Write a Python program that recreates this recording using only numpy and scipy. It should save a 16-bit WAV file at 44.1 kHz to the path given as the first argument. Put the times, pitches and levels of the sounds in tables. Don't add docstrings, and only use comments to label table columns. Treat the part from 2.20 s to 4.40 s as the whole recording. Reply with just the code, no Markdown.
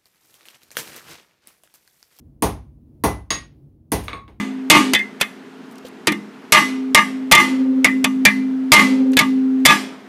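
import sys
import numpy as np
from scipy import signal
from scipy.fft import rfft, irfft, next_fast_len
from scipy.io import wavfile
from scipy.ndimage import map_coordinates

SR = 44100
rng = np.random.default_rng(int(sys.argv[2]) if len(sys.argv) > 2 else 0)


def to_wav(s):
    ch = np.atleast_2d(s).T
    pcm = np.round(np.clip(ch, -1, 1) * 32767)
    wavfile.write(sys.argv[1], SR, pcm.astype(np.int16))


def makeup_ratio(level_db):
    decades = np.asarray(level_db, float) / 20
    return 10 ** decades


N = 97020
STRIKE_LENGTH = SR // 2 + SR // 4
STRIKE_T = np.arange(STRIKE_LENGTH) / SR

# f/Hz, relative level per Hz/dB
CRACK_COLOUR = [(600, -12), (1500, -2.5), (2100, 0), (3000, -3), (5200, -6), (6500, -3.5), (7200, -9.5),
                (7900, -15), (8600, 0.5), (9200, 0), (10300, -1.5), (11500, -1), (12500, -5), (15600, -8)]
# (time to fade by 60 dB, before steel() fades it faster)
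HAMMER_TONES = [(1095, -7, .12), (1196, -10, .08), (2055, -8, .12), (2241, -13, .1), (2636, -13, .13),
                (3415, -12, .13), (3812, -11, .1), (4600, -12, .08), (4830, -10, .09), (5012, -13, .08),
                (6584, 1, .125), (8650, -19, .17), (9460, -13, .12), (10760, -22, .1)]
FLAT = [(100, 0)]


def strikes():
    body = stand_and_room()
    out = np.zeros(N + STRIKE_LENGTH)
    for start_s, sound in blows(body) + tap(body) + rattles(body):
        out[round(start_s * SR):][:STRIKE_LENGTH] += sound
    return out[:N]


def blows(body):
    # t/s, thump/dB, contact/ms, crack/dB, anvil face ring/dB, anvil waist ring/dB,
    # hammer ring/dB, tongs ring/dB
    blow_rows = [(0.2228, -18.5, 0.51, -20, -40, -58.5, -40, -68),
                 (0.8377, -18, 0.34, -21, -30.5, -28.5, -55, -49),
                 (1.7186, -20.5, 0.83, -21, -36, -34.5, -79, -38.5)]
    return [(row[0], hammer_strike(body, row, CRACK_COLOUR, snap_db=20)) for row in blow_rows]


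def tap(body):
    # t/s, thump/dB, contact/ms, clatter/dB, anvil face ring/dB, anvil waist ring/dB, hammer ring/dB, tongs ring/dB
    tap_row = (1.1046, -33, 1.15, -22.5, -40.5, -59.5, -17, -34.5)
    # f/Hz, relative level per Hz/dB
    clatter_colour = [(300, -5.5), (1000, -5.5), (2200, -3.5), (4500, -5.5), (6000, -10), (7800, -23),
                      (9000, -14.5), (12000, -28.5), (13500, -22.5), (15500, -28)]
    return [(tap_row[0], hammer_strike(body, tap_row, clatter_colour, snap_db=16))]


def hammer_strike(body, row, colour, snap_db):
    # f/Hz, relative level/dB, t60/s (before steel() fades them faster)
    face_tones = [(3424, -2, .07), (4118, -6, .08), (5780, 0, .16), (6420, -8, .14), (8660, -7, .12),
                  (10065, 0, .35), (10780, -5, .08), (11490, -10, .18)]
    waist_tones = [(2008, 0, .3)]
    tongs_tones = [(1893, 0, .35)]
    # f/Hz, change/dB
    direct_tilt = [(1000, -1.5), (7000, -4.5), (10000, 14), (15500, -3)]
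    _, thump_db, contact_ms, noise_db, face_db, waist_db, hammer_db, tongs_db = row
    thump = makeup_ratio(thump_db) * pushed(body, contact_ms)
    noise = makeup_ratio(noise_db) * snap(colour, snap_db, direct_tilt)
    anvil = steel(face_tones, face_db) + steel(waist_tones, waist_db)
    return thump + noise + anvil + steel(HAMMER_TONES, hammer_db) + steel(tongs_tones, tongs_db)


def rattles(body):
    # t/s, thump/dB, clatter/dB, bright tick/dB, hammer ring/dB, short clank/dB, long ring/dB
    rattle_rows = [(1.793, -68, -43.5, -45, -72, -80, -80), (1.8356, -48, -63, -42, -80, -62, -83),
                   (1.8816, -44, -32.5, -57, -53, -22.5, -38),
                   (1.931, -39.5, -42.5, -58.5, -52, -22.5, -30.5),
                   (2.0793, -50.5, -54, -68.5, -75.5, -51, -75.5)]
    # f/Hz, relative level per Hz/dB
    rattle_colour = [(300, 4), (1000, 8), (2400, 6), (4300, -4), (5200, -10), (7800, -20.5), (9000, -9),
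                     (12000, -44), (15500, -34)]
    # f/Hz, relative level/dB, t60/s (before steel())
    clank_tones = [(1187, 0, 0.036), (1630, -3, 0.01), (2204, 2.5, 0.017), (2654, -19, 0.045),
                   (3440, -14.5, 0.063), (3845, -6, 0.023), (4370, -10.5, 0.015)]
    piece_tones = [(495, -10, .2), (1104, 0, .24), (2250, -14, .2), (8655, -24, .12)]
    sounds = []
    for start_s, thump_db, clatter_db, tick_db, hammer_db, clank_db, piece_db in rattle_rows:
        thump = makeup_ratio(thump_db) * pushed(body, contact_ms=0.9)
        clatter = makeup_ratio(clatter_db) * snap(rattle_colour, 22, FLAT)
        tick = makeup_ratio(tick_db) * burst(CRACK_COLOUR, rise_s=0.0025)
        rings = steel(HAMMER_TONES, hammer_db) + steel(clank_tones, clank_db) + steel(piece_tones, piece_db)
        sounds.append((start_s, thump + clatter + tick + rings))
    return sounds


def stand_and_room():
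    # f/Hz, relative level/dB, t60/s
    stand_tones = [(294, 1, .25), (353, -7, .25), (397, -1, .22), (418, -1, .22), (438, -4, .22),
                   (472, -8, .25), (521, -4, .23), (574, -11, .25), (685, -10, .25), (722, -12, .25),
                   (790, -7, .25), (821, -4, .25), (903, -5, .25), (987, -12, .22), (1052, -2, .2),
                   (1125, -9, .2)]
    flex_tones = [(290, 11, .025), (190, 0, .05)]
    air_tones = [(56, -7, .7), (69.5, -6, .7), (85, -13, .5), (103, -5, .55), (145, -8, .4), (168, -8, .35),
                 (187, -5, .35), (213, -7, .3), (246, -8, .3)]
    # f/Hz, relative level per Hz/dB
    thump_colour = [(90, -43.5), (150, -18.5), (300, 1.5), (1100, 5), (1350, -4), (2500, -15.5),
                    (5000, -44.5)]
    lag_s = 0.0019
    stand = ring(stand_tones, 0.002, 0, lag_s)
    flex = ring(flex_tones, 0.0005, 0, 0.0017)
    air = ring(air_tones, 0.01, 0, lag_s)
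    noise = makeup_ratio(2.5) * burst(thump_colour, rise_s=0.00073)
    return stand + flex + air + noise


def pushed(body, contact_ms):
    t_ms = np.arange(200) / SR * 1000
    push = np.sin(np.pi * np.clip(t_ms / contact_ms, 0, 1))
    return signal.fftconvolve(body, push / push.sum())[:STRIKE_LENGTH]


def steel(modes, db):
    direct = ring(modes, rise_s=0.00034, scatter_db=1.5)
    tail = burst(FLAT, rise_s=0.009)
    answer = signal.fftconvolve(direct, tail / np.linalg.norm(tail))[:STRIKE_LENGTH]
    extra_loss_db = 20 * (STRIKE_T / 0.24) ** 3
    return makeup_ratio(db - extra_loss_db) * (direct + makeup_ratio(-6) * answer)


def ring(modes, rise_s, scatter_db, lag_s=0):
    t = np.clip(STRIKE_T - lag_s, 0, None)
    hz, db, t60 = np.transpose(modes)[:, :, None]
    scattered_db = db + scatter_db * rng.standard_normal(db.shape)
    sign = (-1) ** np.arange(len(hz))[:, None]
    tones = makeup_ratio(scattered_db - 60 * t / t60) * sign * np.sin(2 * np.pi * hz * t)
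    return tones.sum(axis=0) * (1 - np.exp(-t / rise_s))


def snap(points, db, tilt):
    tilted = [(hz, level + along(tilt, hz)) for hz, level in points]
    fade = makeup_ratio(db - 60 * STRIKE_T / 0.004)
    rise = 1 - np.exp(-STRIKE_T / 0.0008)
    direct = coloured(tilted, STRIKE_LENGTH) * fade * rise
    return direct + burst(points, rise_s=0.001)


def burst(points, rise_s):
    # f/Hz, t60/s
    workshop_fading = [(50, 1), (130, .67), (350, .27), (920, .28), (2430, .27), (6400, .24), (10000, .2),
                       (15000, .18)]
    late_db, late_t60_s = -51.5, 0.99
    hz, t, bands = signal.stft(coloured(points, STRIKE_LENGTH), SR, nperseg=256)
    early = makeup_ratio(-60 * t / along(workshop_fading, hz)[:, None])
    late = makeup_ratio(late_db - 60 * t / late_t60_s)
    noise = signal.istft(bands * (early + late), SR, nperseg=256)[1][:STRIKE_LENGTH]
    return noise * (1 - np.exp(-STRIKE_T / rise_s))


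def coloured(points, n):
    m = next_fast_len(n + 8192)
    white = rfft(rng.standard_normal(m))
    colour = makeup_ratio(along(points, np.fft.rfftfreq(m, 1 / SR)))
    return unit(irfft(white * colour, m)[:n])


def along(points, hz):
    f, v = np.transpose(points)
    return np.interp(np.log(hz + 1), np.log(f + 1), v)


def unit(x):
    return x / np.sqrt(np.mean(x ** 2) + 1e-20)


def forge():
    # f/Hz, relative level per Hz/dB
    fire_colour = [(20, -47.5), (35, -7.5), (59, -5.5), (100, -1.5), (120, -14), (141, 2), (170, -18),
                   (249, -5), (270, -16), (309, -10.5), (405, -24.5), (700, -35.5), (1610, -55.5),
                   (4000, -60), (8000, -63.5), (11300, -56.5), (13000, -63), (16000, -51)]
    wobble = map_coordinates(rng.standard_normal(30), [np.arange(N) * 8 / SR])
    level_db = -48.5 - 2 * wobble
    return makeup_ratio(level_db) * coloured(fire_colour, N)


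def scene():
    return (strikes() + forge())[None]


def top_cut(x):
    return signal.sosfilt(signal.butter(12, 16820, fs=SR, output="sos"), x)


def record(dry):
    clip_top, clip_hard = 0.56, 4
    soft = dry / (1 + np.abs(dry / clip_top) ** clip_hard) ** (1 / clip_hard)
    low_pass = signal.cheby2(12, 50, 16400, fs=SR, output="sos")
    mic_high_pass = signal.butter(3, 42, "high", fs=SR, output="sos")
    mix = signal.sosfilt(mic_high_pass, signal.sosfilt(low_pass, soft))
    return top_cut(mix)


dry = scene()
out = record(dry)
to_wav(out)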